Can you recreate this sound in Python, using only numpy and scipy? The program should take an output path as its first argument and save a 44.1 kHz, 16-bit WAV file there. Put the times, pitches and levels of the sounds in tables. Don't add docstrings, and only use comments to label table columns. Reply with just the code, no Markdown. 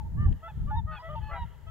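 import sys
import numpy as np
from scipy import signal
from scipy.fft import rfft, irfft
from scipy.io import wavfile
from scipy.ndimage import uniform_filter1d

SR = 44100
rng = np.random.default_rng(int(sys.argv[2]) if len(sys.argv) > 2 else 0)


def store_pcm(level_fs):
    pcm = np.round(np.clip(level_fs, -1, 1) * 32767).astype(np.int16)
    wavfile.write(sys.argv[1], SR, np.atleast_2d(pcm).T)


N = 74970
TIME = np.arange(N) / SR
LEFT_RIGHT = np.array([[1], [-1]])

JITTER, SHIMMER, JITTER_HZ = 0.032, 0.7, 135
RASP_DB, RASP_HZ = -10, 260
ATTACK_SHARE, RELEASE_S = 0.27, 0.024
WHOOP_ABOVE_HZ, WHOOP_ATTACK_SHARE = 700, 0.2
ARCH_DB = 5
BRIGHTEN = 0.1
WAVER_DB, WAVER_HZ = 0.8, 25

ECHO_DB, ECHO_T60_S, ECHO_RISE_S = -13.5, 1.4, 0.017
ECHO_LIKENESS, ECHO_LEFT_LEAD_MS = 0.81, -0.028
ECHO_WOBBLE_MS, ECHO_WOBBLE_HZ = 0.16, 55

AIR_DB = -60
DIP_S, DIP_WIDTH_S, DIP_DB = 0.84, 0.094, -8.5

BUFFET_LIKENESS, BUFFET_EVEN_S = 0.15, 0.049
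EDDIES_DB, EDDIES_GROWTH = -29, 1.96

BUMP_WIDTH_S = 0.0092
TICK_S, TICK_DB, TICK_DECAY_S = 0.327, -44.5, 0.00084

CUTOFF_HZ = 15750


def from_db(db):
    return 10 ** (np.asarray(db) / 20)


def rms_one(x):
    return x / np.sqrt(np.mean(x ** 2) + 1e-20)


def at_hz(points, hz):
    f, value = np.transpose(points)
    return np.interp(np.log(np.maximum(hz, 1)), np.log(f), value)


def drift(hz):
    r = np.exp(-2 * np.pi * hz / SR)
    white = rng.standard_normal(N + SR // 10)
    slow = signal.lfilter([1], [1, -2 * r, r * r], white)
    return rms_one(slow[-N:])


def stereo_noise(spectrum, likeness):
    hz = np.fft.rfftfreq(N, 1 / SR)
    mid, side = rfft(rng.standard_normal((2, N))) * from_db(at_hz(spectrum, hz))
    alike = np.clip(at_hz(likeness, hz), -1, 1)
    both = np.sqrt(1 + alike) * mid + np.sqrt(1 - alike) * side * LEFT_RIGHT
    return rms_one(irfft(both, N))


def pan(db):
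    return from_db(LEFT_RIGHT * db / 2)


def note(start, length, hz_start, hz_mid, hz_end, db1, db2, db3, db4, db5, rough, lead_ms):
    on = (TIME >= start) & (TIME < start + length)
    t = TIME[on] - start
    curve = np.polyfit([0, 0.5, 1], [hz_start, hz_mid, hz_end], 2)
    pitch = np.polyval(curve, t / length)
    shaken = pitch * (1 + rough * JITTER * drift(JITTER_HZ)[on])
    phase = 2 * np.pi * np.cumsum(shaken) / SR
    phase = phase + LEFT_RIGHT * np.pi * pitch * lead_ms / 1000

    attack_s = length * (WHOOP_ATTACK_SHARE if hz_mid > WHOOP_ABOVE_HZ else ATTACK_SHARE)
    rise = np.sin(np.pi / 2 * np.minimum(t / attack_s, 1)) ** 2
    fall = np.sin(np.pi / 2 * np.clip((length - t) / RELEASE_S, 0, 1)) ** 2
    swell = rise * fall * from_db(ARCH_DB * (np.sin(np.pi * t / length) - 2 / np.pi))

    voice = 0
    for k, db in enumerate([db1, db2, db3, db4, db5], 1):
        rasp = rough * from_db(RASP_DB) * (drift(RASP_HZ)[on] + 1j * drift(RASP_HZ)[on])
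        waver_db = WAVER_DB * np.sqrt(k) * drift(WAVER_HZ)[on]
        level = from_db(db + waver_db) * swell ** (1 + BRIGHTEN * (k - 1))
        tone = np.exp(1j * (k * phase + rng.uniform(0, 2 * np.pi)))
        voice = voice + level * np.real((1 + rasp) * tone)
    shimmer = 1 + rough * SHIMMER * drift(JITTER_HZ)[on]
    return np.sqrt(2) * voice * shimmer, on


def swans():
    # (start [s], length [s], pitch at start, middle, end [Hz],
    # nominal level of partials 1 to 5 [dB], roughness [0-1], lead of the left side [ms])
    notes = [ (-.02, 0.065, 924, 880, 810, -49, -93, -80.5, -82, -95.5, 0.31, -0.12),
             (0.041, .047, 870, 906, 875, -55.5, -95, -99, -102.5, -110, 0, -0.18),
             (0.157, .128, 516.6, 602, 528.4, -68, -49, -56, -79.5, -67, 0.19, -0.16),
             (.262, 0.048, 772, 793, 760, -57.5, -77.5, -87.5, -97, -96.5, 0.5, -.09),
             (0.418, 0.079, 618, 668.3, 643, -51, -46.5, -59.5, -70, -68.5, 0.13, -0.089),
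             (.472, 0.035, 704, 752, 767, -67.5, -58, -88, -69, -79, 0.65, -0.069),
             (.473, 0.051, 880, 866.3, 792, -47.5, -58, -62.5, -64.5, -98, 0.24, -0.061),
             (.664, .064, 560, 595.6, 593, -61.5, -49.5, -68, -77.5, -74, 0.25, -0.098),
             (.696, 0.04, 718, 718, 720, -79, -50.5, -73.5, -72.5, -75.5, 0.26, -0.11),
             (0.702, 0.078, 854, 861, 883, -35.5, -54.5, -73.5, -71, -86, 0.07, -0.11),
             (0.752, 0.064, 905.5, 923, 833, -38, -61, -76, -57, -82.5, 0.07, -0.093),
             (.859, 0.11, 613.4, 627.3, 598, -55.5, -44.5, -57, -85, -75.5, 0.12, 0.032),
             (.903, 0.092, 887, 874, 852, -55.5, -62.5, -62, -70.5, -75.5, .6, 0.043),
             (.905, 0.092, 752, 738, 716, -86, -51, -73, -72.5, -81, 0.54, 0.0087),
             (.958, 0.043, 849, 827, 784, -52.5, -58, -52.5, -55, -84, 0.04, 0.013),
             (0.978, 0.058, 950, 983, 1050, -48, -66.5, -73.5, -77, -74, 0.37, -0.088),
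             (1.01, 0.101, 637, 652.6, 661.4, -48.5, -52, -52, -74.5, -71, 0.17, -0.093),
             (1.073, 0.0975, 556.8, 613.4, 579, -46.5, -46.5, -66, -76.5, -65.5, 0.2, -0.11),
             (1.149, .056, 915, 907, 876, -39.5, -74, -61.5, -67, -72.5, 0.12, -0.14),
             (1.204, 0.13, 835, 865.4, 827, -50, -57.5, -65, -83, -74, 0.16, 0.043),
             (1.28, .074, 550, 588.3, 556, -56, -47, -59, -74, -68, 0.42, 0.065),
             (1.298, 0.096, 644, 672.6, 653, -49.5, -44.5, -52, -70.5, -82, 0.4, 0.03),
             (1.322, .086, 810, 801, 729, -47, -55, -62, -66, -79, 0.18, -0.051),
             (1.34, 0.12, 943, 964.7, 902, -42, -59.5, -66, -64, -99, 0.02, -0.042),
             (1.659, 0.069, 626, 657.4, 656, -61.5, -55, -70.5, -69.5, -62.5, 0.11, -0.13)]
    out = np.zeros((2, N))
    for row in notes:
        sound, on = note(*row)
        out[:, on] += sound
    return out


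def forest(calls):
    # (frequency [Hz], gain [dB])
    echo_colour = [(400, 1), (650, -8), (900, -11), (1300, -7), (1800, 3), (2500, -11), (3100, 15.5),
                   (3700, -7), (6000, 5.5)]
    tail = stereo_noise([(1000, 0)], [(1000, ECHO_LIKENESS)])
    tail = tail * from_db(-60 * TIME / ECHO_T60_S) * np.minimum(TIME / ECHO_RISE_S, 1)
    tail = tail / np.sqrt(np.sum(tail ** 2) / 2)
    hz = np.fft.rfftfreq(2 * N, 1 / SR)
    lead = np.exp(1j * np.pi * hz * LEFT_RIGHT * ECHO_LEFT_LEAD_MS / 1000)
    gain = from_db(ECHO_DB + at_hz(echo_colour, hz))
    return irfft(rfft(calls[0], 2 * N) * rfft(tail, 2 * N) * lead * gain)[:, :N]


def air():
    # (frequency [Hz], relative density [dB per Hz])
    air_colour = [(30, 10), (150, 4), (300, -3.5), (480, 1.5), (570, -6.5), (650, 3.5), (740, -10.5),
                  (900, 6), (1050, -10.5), (1800, -9.5), (2500, -19), (4000, -20), (5500, -24.5),
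                  (7200, -20.5), (8200, -25.5), (9500, -30), (11500, -21.5), (15500, -23.5)]
    # (frequency [Hz], correlation [-1 to 1])
    air_likeness = [(100, 0.1), (800, 0.4), (2500, 0), (5000, 0.23), (15000, 0.17)]
    return from_db(AIR_DB) * stereo_noise(air_colour, air_likeness)


def background(calls):
    when = TIME + ECHO_WOBBLE_MS / 1000 * drift(ECHO_WOBBLE_HZ)
    echo = np.array([np.interp(when, TIME, side) for side in forest(calls)])
    dip = from_db(DIP_DB * np.exp(-((TIME - DIP_S) / DIP_WIDTH_S) ** 2))
    return echo * dip + air() * np.sqrt(dip)


def wind():
    # (time [s], buffeting level [dB], left minus right [dB])
    gusts = [(0, -36.5, 3.5), (0.121, -34.5, 2.5), (0.199, -28.5, 1.5), (0.286, -28, 4.5), (0.328, -28, 9),
             (.41, -51.5, 4.5), (0.519, -43.5, -1.5), (0.578, -33, 10.5), (0.699, -32, 3),
             (0.779, -33.5, 3), (.87, -38, 8.5), (.95, -44, 11), (1.032, -59, 15.5), (1.099, -40, 7.5),
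             (1.169, -40.5, 11), (1.249, -36.5, 8), (1.349, -48, 14), (1.439, -36, 2.5),
             (1.499, -47.5, 7.5), (1.622, -51.5, 8.5), (1.68, -40.5, 7.5), (1.7, -44, 4)]
    # (frequency [Hz], relative density [dB per Hz])
    buffet_colour = [(20, -15), (40, -6.5), (63, 0), (85, -4), (120, -8), (170, -14), (250, -45.5),
                     (400, -50.5), (800, -70.5), (2000, -93)]
    # (frequency [Hz], relative density [dB per Hz])
    eddy_colour = [(80, 6), (165, 8), (280, -11.5), (450, -24), (900, -35.5), (3000, -58), (10000, -89.5)]
    s, db, side_db = np.transpose(gusts)
    gust_db = np.interp(TIME, s, db)
    likeness = [(100, BUFFET_LIKENESS)]
    lumps = stereo_noise(buffet_colour, likeness)
    eddies = stereo_noise(eddy_colour, likeness)
    power = uniform_filter1d(np.mean(lumps ** 2, axis=0), int(BUFFET_EVEN_S * SR))
    lumps = lumps / np.sqrt(power + 1e-9)
    eddies_db = EDDIES_DB + EDDIES_GROWTH * (gust_db - db.max())
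    both = lumps * from_db(gust_db) + eddies * from_db(eddies_db)
    return both * pan(np.interp(TIME, s, side_db))


def handling():
    # (centre [s], nominal peak [dB], pitch [Hz], left minus right [dB])
    bump_rows = [(0.199, -23.5, 110, 9.5), (0.263, -14.5, 64.7, -3.5), (0.286, -14.5, 80, 5),
                 (0.619, -20, 64, -0.5), (0.661, -26.5, 37.7, -1.5), (0.776, -23, 62, -10),
                 (.852, -23, 66.4, 7), (1.201, -31, 97, 9.5), (1.336, -31, 49.4, 12.5),
                 (1.424, -29, 71.8, -16.5)]
    # (frequency [Hz], relative density [dB per Hz])
    tick_colour = [(500, 26.5), (3000, 19), (5000, -1.5), (8300, 3.5), (9800, -21.5), (15000, -35)]
    bumps = 0
    for s, db, hz, side_db in bump_rows:
        t = TIME - s
        swell = np.exp(-(t / BUMP_WIDTH_S) ** 2)
        thud = np.cos(2 * np.pi * hz * t + rng.uniform(0, 2 * np.pi))
        bumps = bumps + from_db(db) * pan(side_db) * swell * thud
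    decay = (TIME >= TICK_S) * np.exp(-np.abs(TIME - TICK_S) / TICK_DECAY_S)
    tick = stereo_noise(tick_colour, [(1000, 1.0)]) * decay
    return bumps + from_db(TICK_DB) * tick


def scene():
    calls = swans()
    return calls + background(calls) + wind() + handling()


def record(dry):
    low_pass = signal.ellip(12, 0.1, 80, CUTOFF_HZ, fs=SR, output="sos")
    return signal.sosfilt(low_pass, dry)


dry = scene()
out = record(dry)
store_pcm(out)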